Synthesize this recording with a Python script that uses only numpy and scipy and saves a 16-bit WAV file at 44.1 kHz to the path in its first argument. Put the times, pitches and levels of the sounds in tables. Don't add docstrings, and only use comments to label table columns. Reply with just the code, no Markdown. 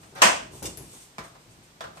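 import sys
import numpy as np
from scipy import signal
from scipy.fft import rfft, irfft
from scipy.io import wavfile

SR = 44100
rng = np.random.default_rng(int(sys.argv[2]) if len(sys.argv) > 2 else 0)


def dump_mix(stems):
    frames = np.atleast_2d(stems).T
    limited = np.clip(frames, -1, 1)
    pcm = np.round(limited * 32767).astype(np.int16)
    wavfile.write(sys.argv[1], SR, pcm)


N = 88200

TAIL_SAMPLES, COLOUR_SAMPLES, BLOW_S = 24000, 4096, 0.03
TILT_FROM_HZ, SPOT_DB, SPOT_OCTAVES = 110, 6.5, 0.17
RING_LOW_HZ = 450

# centre_hz, t60_s
ROOM_DECAY = [(150, 0.37), (800, 0.38), (3000, 0.39), (8500, 0.36), (13000, 0.27)]
DIRECT_DB, DIRECT_T60_S, ROOM_BUILD_S, MIC_SPACING_M = -8.5, 0.0041, 0.0005, 0.17

# freq_hz, density_db (per Hz)
ROOM_TONE_COLOUR = [(20, -21), (36, -4), (52, -22), (80, -9.5), (150, 1), (300, -14.5), (700, -8.5),
                    (1500, -12.5), (4000, -15.5), (8700, -18.5), (10200, -27), (14000, -26)]
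ROOM_TONE_DB = -56

# start_s, level_db, tilt_db_per_octave
DOOR_BUMPS = [(0.127, -50, 2), (0.2450, -29.5, 7), (0.3250, -50.5, 2), (0.536, -45.5, 2),
              (0.6230, -37.5, 2.5), (0.6450, -37, 1.5), (0.6900, -47, -0.5), (0.7750, -44, -2),
              (0.8050, -44, 0), (0.831, -47, -6.5), (0.9350, -52, 4), (1.1850, -43, 0.5),
              (1.4750, -52.5, -3), (1.5750, -54, -3), (1.846, -49, -0.5)]
# freq_hz, density_db (per Hz)
DOOR_LEAF_COLOUR = [(20, -35), (36, -30), (52, 3.5), (75, -4.5), (115, 1), (220, -3.5), (380, -3),
                    (600, -13.5), (1000, -14.5), (2000, -34), (8000, -77)]
# time_s, level_db
RUMBLE_LEVELS = [(0, -56), (.3, -52), (.5, -49), (.87, -58.5), (1.02, -64), (1.15, -62.5), (1.4, -61),
                 (1.6, -63.5), (1.78, -61.5), (1.85, -56.5), (2, -57.5)]
DOOR_BODY_DB, DOOR_T60_S = -2, 0.36

# start_s, rise_s, fall_s, level_db
FEATHER_BRUSHES = [(0.0, 0.0033, 0.16, -54.5), (0.505, 0.017, 0.24, -48), (0.72, 0.093, 0.15, -51.5),
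                   (0.85, 0.074, 0.19, -48.5), (0.99, 0.022, 0.035, -56), (1.225, 0.0092, 0.025, -49),
                   (1.39, 0.014, 0.027, -58.5), (1.49, .02, 0.03, -54.5), (1.625, 0.0073, 0.011, -51.5),
                   (1.95, 0.007, 0.039, -50)]
# freq_hz, density_db (per Hz)
FEATHER_COLOUR = [(100, -8), (400, 2.5), (900, -18.5), (1600, -10), (2700, -3), (4200, -2.5), (6200, -1),
                  (8500, 6.5), (10200, -5), (13500, -7)]
BRUSH_RATE_HZ, BRUSH_SCATTER_DB = 3400, 6

# start_s, level_db, ring_db (against the tick)
CLAW_TICKS = [(0.151, -52, -27), (0.221, -26.5, -11), (0.627, -38, -8), (0.7728, -42, -4),
              (0.8220, -54, -7)]
# freq_hz, density_db (per Hz)
CLAW_TICK_COLOUR = [(300, -24.5), (1500, 4), (3000, -1.5), (8000, 4.5), (10000, 3), (13000, -0.5),
                    (15000, 6.5)]
# pitch_hz, level_db, t60_s
CLAW_RING_MODES = [(11200, -3, 0.18), (12900, -5, 0.093)]
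CLAW_BODY_DB, CLAW_T60_S = -3, 0.081
CLAW_PAN_DB = 5.5
# start_s, rise_s, fall_s, level_db
FOOT_SKIDS = [(0.624, 0.007, 0.046, -39.5), (0.630, 0.033, 0.019, -31.5)]
# freq_hz, density_db (per Hz)
FOOT_SKID_COLOUR = [(200, -12), (600, -2), (1000, -15), (1600, -11.5), (2700, -2), (3800, -2.5),
                    (6200, 0.5), (8500, 4), (10200, -6.5), (13500, -13)]
SKID_RATE_HZ, SKID_SCATTER_DB, SKID_BODY_DB, SKID_T60_S = 3000, 8.5, 1, 0.034

# pitch_hz, level_db, t60_s
LOCK_RING_MODES = [(631, -5, .5), (667, 2, .42), (775, -5, .3), (1024, 2, .24), (1184, -4, .36),
                   (1213, -7, .36), (1326, -7, .35), (1625, -5, .33), (1768, -7, .25), (1833, -8, .25),
                   (2555, -10, .25), (2885, -9, .25), (4212, -14, .22), (8006, -12, .22)]

# start_s, level_db, tilt_db_per_octave, ring_focus_hz, spot_hz
BEAK_PECKS = [(0.0319, -54.5, 2, 2540, 2420), (1.1828, -37, 1, 1170, 2200),
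              (1.2450, -47.5, -1.5, 1190, 1120), (1.3520, -53, -1.5, 790, 900),
              (1.8075, -37.5, 0.5, 1420, 3400), (1.8400, -40.5, -1, 630, 1530), (1.9724, -48, 0, 983, 2360)]
# freq_hz, density_db (per Hz)
BEAK_COLOUR = [(60, -31), (150, 0.5), (300, -16.5), (550, 2.5), (900, -2), (1300, 3), (2000, -7),
               (2800, -11.5), (3500, -10.5), (5000, -13), (8500, -19.5), (10200, -27.5), (14000, -28)]
PECK_RING_DB, PECK_BODY_DB, PECK_T60_S = -3.5, 0.5, 0.11
RING_FOCUS_DB_PER_OCTAVE = 6.5

# start_s, rise_s, fall_s, level_db
HANDLE_GRINDS = [(0.150, .008, 0.04, -36.5), (0.165, 0.015, 0.094, -39.5), (1.955, 0.013, 0.026, -51.5)]
GRIND_RATE_HZ, GRIND_SCATTER_DB = 1500, 4
# start_s, level_db, spot_hz
LATCH_SNAPS = [(0.2163, -33.5, 3450), (0.2195, -12.5, 1540), (0.2238, -16, 1010), (0.2272, -17.5, 2560),
               (0.2366, -19, 665), (0.2549, -19.5, 1020)]
# freq_hz, density_db (per Hz)
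LATCH_CRACK_COLOUR = [(60, -36.5), (130, -24), (220, -7), (330, -13), (490, -5), (640, -3), (1050, -1),
                      (1350, -3.5), (1700, -3), (3100, -4.5), (3800, -12.5), (5600, -9), (8700, -10.5),
                      (10200, -26.5), (14000, -26.5)]
LATCH_RING_DB, LATCH_BODY_DB, LATCH_T60_S = -2.5, -7.5, 0.04

# freq_hz, difference_db
STEREO_BALANCE = [(60, -0.5), (200, 0.9), (700, 2.5), (1300, 0.5), (2400, -2), (4300, -0.3), (8000, -1.5),
                  (10000, 3.5), (13000, 3.5)]
CLIP_LEVEL, TOP_HZ = 0.85, 14300


def undb(db):
    return 10 ** (np.asarray(db) / 20)


def unit(x):
    return x / np.sqrt(np.sum(x ** 2, axis=-1, keepdims=True))


def clock(size=N):
    return np.arange(size) / SR


def along(points, hz):
    f, v = np.array(points, float).T
    return np.interp(np.log(np.maximum(hz, 1)), np.log(f), v)


def convolve(a, b):
    return signal.fftconvolve(np.atleast_2d(a), np.atleast_2d(b), axes=1)[:, :a.shape[-1]]


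def colour(points, tilt_db=0, spot_hz=None):
    size = COLOUR_SAMPLES
    hz = np.maximum(np.arange(size + 1) * SR / (2 * size), points[0][0])
    db = along(points, hz) + tilt_db * np.log2(np.maximum(hz, TILT_FROM_HZ))
    if spot_hz:
        db = db + SPOT_DB * np.exp(-(np.log2(hz / spot_hz) / SPOT_OCTAVES) ** 2)
    cepstrum = irfft(db * np.log(10) / 20)
    cepstrum[1:size] *= 2
    cepstrum[size + 1:] = 0
    return unit(irfft(np.exp(rfft(cepstrum)))[:size])


def fade(t60):
    decay = np.log(1000) * clock(TAIL_SAMPLES) / max(t60, 1e-4)
    return np.exp(-np.minimum(decay, 20))


def ring(modes):
    partials = 0
    for hz, db, t60 in modes:
        cycles = hz * clock(TAIL_SAMPLES) + rng.random((2, 1))
        partials = partials + undb(db) * fade(t60) * np.sin(2 * np.pi * cycles)
    highpass = signal.butter(4, RING_LOW_HZ, "high", fs=SR, output="sos")
    return unit(signal.sosfilt(highpass, partials))


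def place(x, start_s, db):
    blow = x * undb(db) * np.sqrt(BLOW_S * SR)
    return np.pad(blow, ((0, 0), (max(int(start_s * SR), 0), N)))[:, :N]


def diffuse(size=N):
    hz = np.arange(size // 2 + 1) * SR / size
    alike = np.sinc(2 * hz * MIC_SPACING_M / 343) * 0.98
    phases = np.exp(2j * np.pi * rng.random((2, len(alike))))
    mid, side = phases * np.sqrt([1 + alike, 1 - alike])
    return unit(irfft(np.array([mid + side, mid - side]), size)) * np.sqrt(size)


def burst(t60):
    return unit(diffuse(TAIL_SAMPLES) * fade(t60))


def small_room():
    field = rfft(diffuse(TAIL_SAMPLES))
    hz = np.linspace(0, SR / 2, field.shape[1])
    centres = np.array(ROOM_DECAY)[:, 0]
    tail = 0
    for share, (_, t60) in zip(np.eye(len(centres)), ROOM_DECAY):
        band = irfft(field * along(list(zip(centres, share)), hz))
        tail = tail + band * fade(t60)
    build_up = 1 - np.exp(-clock(TAIL_SAMPLES) / ROOM_BUILD_S)
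    return unit(unit(tail * build_up) + undb(DIRECT_DB) * burst(DIRECT_T60_S))


def knock(room, points, body_db, t60, tilt_db=0, spot_hz=None):
    response = room + undb(body_db) * burst(t60)
    return unit(convolve(response, colour(points, tilt_db, spot_hz)))


def friction(strokes, rate_hz, scatter_db):
    happens = rng.random(N) < rate_hz / SR
    slips = happens * rng.choice([-1, 1], N) * undb(scatter_db * rng.standard_normal(N))
    force = 0
    for start_s, rise_s, fall_s, db in strokes:
        times = [start_s, start_s + rise_s, start_s + rise_s + fall_s]
        force = force + undb(db) * np.interp(clock(), times, [0, 1, 0])
    return unit(slips) * np.sqrt(N) * force


def room_tone():
    return undb(ROOM_TONE_DB) * convolve(diffuse(), colour(ROOM_TONE_COLOUR))


def door():
    bumps = 0
    for start_s, db, tilt in DOOR_BUMPS:
        bump = knock(small_room(), DOOR_LEAF_COLOUR, DOOR_BODY_DB, DOOR_T60_S, tilt)
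        bumps = bumps + place(bump, start_s, db)
    rumble = convolve(diffuse(), colour(DOOR_LEAF_COLOUR))
    swell = undb(np.interp(clock(), *np.array(RUMBLE_LEVELS).T))
    return bumps + rumble * swell


def feathers(room):
    slips = friction(FEATHER_BRUSHES, BRUSH_RATE_HZ, BRUSH_SCATTER_DB)
    return convolve(convolve(slips, colour(FEATHER_COLOUR)), room)


def claws(room):
    ticks = 0
    for start_s, db, ring_db in CLAW_TICKS:
        tick = knock(room, CLAW_TICK_COLOUR, CLAW_BODY_DB, CLAW_T60_S)
        ticks = ticks + place(tick + undb(ring_db) * ring(CLAW_RING_MODES), start_s, db)
    pan = undb(np.array([[CLAW_PAN_DB], [-CLAW_PAN_DB]]) / 2)
    slips = friction(FOOT_SKIDS, SKID_RATE_HZ, SKID_SCATTER_DB)
    skid = convolve(slips, knock(room, FOOT_SKID_COLOUR, SKID_BODY_DB, SKID_T60_S))
    return ticks * pan + skid


def beak():
    pecks = 0
    for start_s, db, tilt, focus_hz, spot_hz in BEAK_PECKS:
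        modes = []
        for hz, level, t60 in LOCK_RING_MODES:
            loss_db = RING_FOCUS_DB_PER_OCTAVE * abs(np.log2(hz / focus_hz))
            modes.append((hz, level - loss_db, t60))
        tap = knock(small_room(), BEAK_COLOUR, PECK_BODY_DB, PECK_T60_S, tilt, spot_hz)
        pecks = pecks + place(tap + undb(PECK_RING_DB) * ring(modes), start_s, db)
    return pecks


def latch(room):
    slips = friction(HANDLE_GRINDS, GRIND_RATE_HZ, GRIND_SCATTER_DB)
    grind = convolve(convolve(slips, colour(BEAK_COLOUR)), room)
    snaps = 0
    for start_s, db, spot_hz in LATCH_SNAPS:
        snap = knock(small_room(), LATCH_CRACK_COLOUR, LATCH_BODY_DB, LATCH_T60_S, spot_hz=spot_hz)
        snaps = snaps + place(snap, start_s, db)
    hardest_s, hardest_db, _ = max(LATCH_SNAPS, key=lambda blow: blow[1])
    lock_ring = place(ring(LOCK_RING_MODES), hardest_s, hardest_db + LATCH_RING_DB)
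    return grind + snaps + lock_ring


def scene():
    room = small_room()
    return room_tone() + door() + feathers(room) + claws(room) + beak() + latch(room)


def record(dry):
    balance = along(STEREO_BALANCE, np.arange(N + 1) * SR / (2 * N))
    gains = undb(np.array([balance, -balance]) / 2)
    gains = gains / np.sqrt(np.mean(gains ** 2, axis=0))
    heard = irfft(rfft(dry, 2 * N) * gains)[:, :N]
    clipped = np.clip(heard, -CLIP_LEVEL, CLIP_LEVEL)
    lowpass = signal.ellip(10, 0.2, 90, TOP_HZ, fs=SR, output="sos")
    return signal.sosfilt(lowpass, clipped)


dry = scene()
out = record(dry)
dump_mix(out)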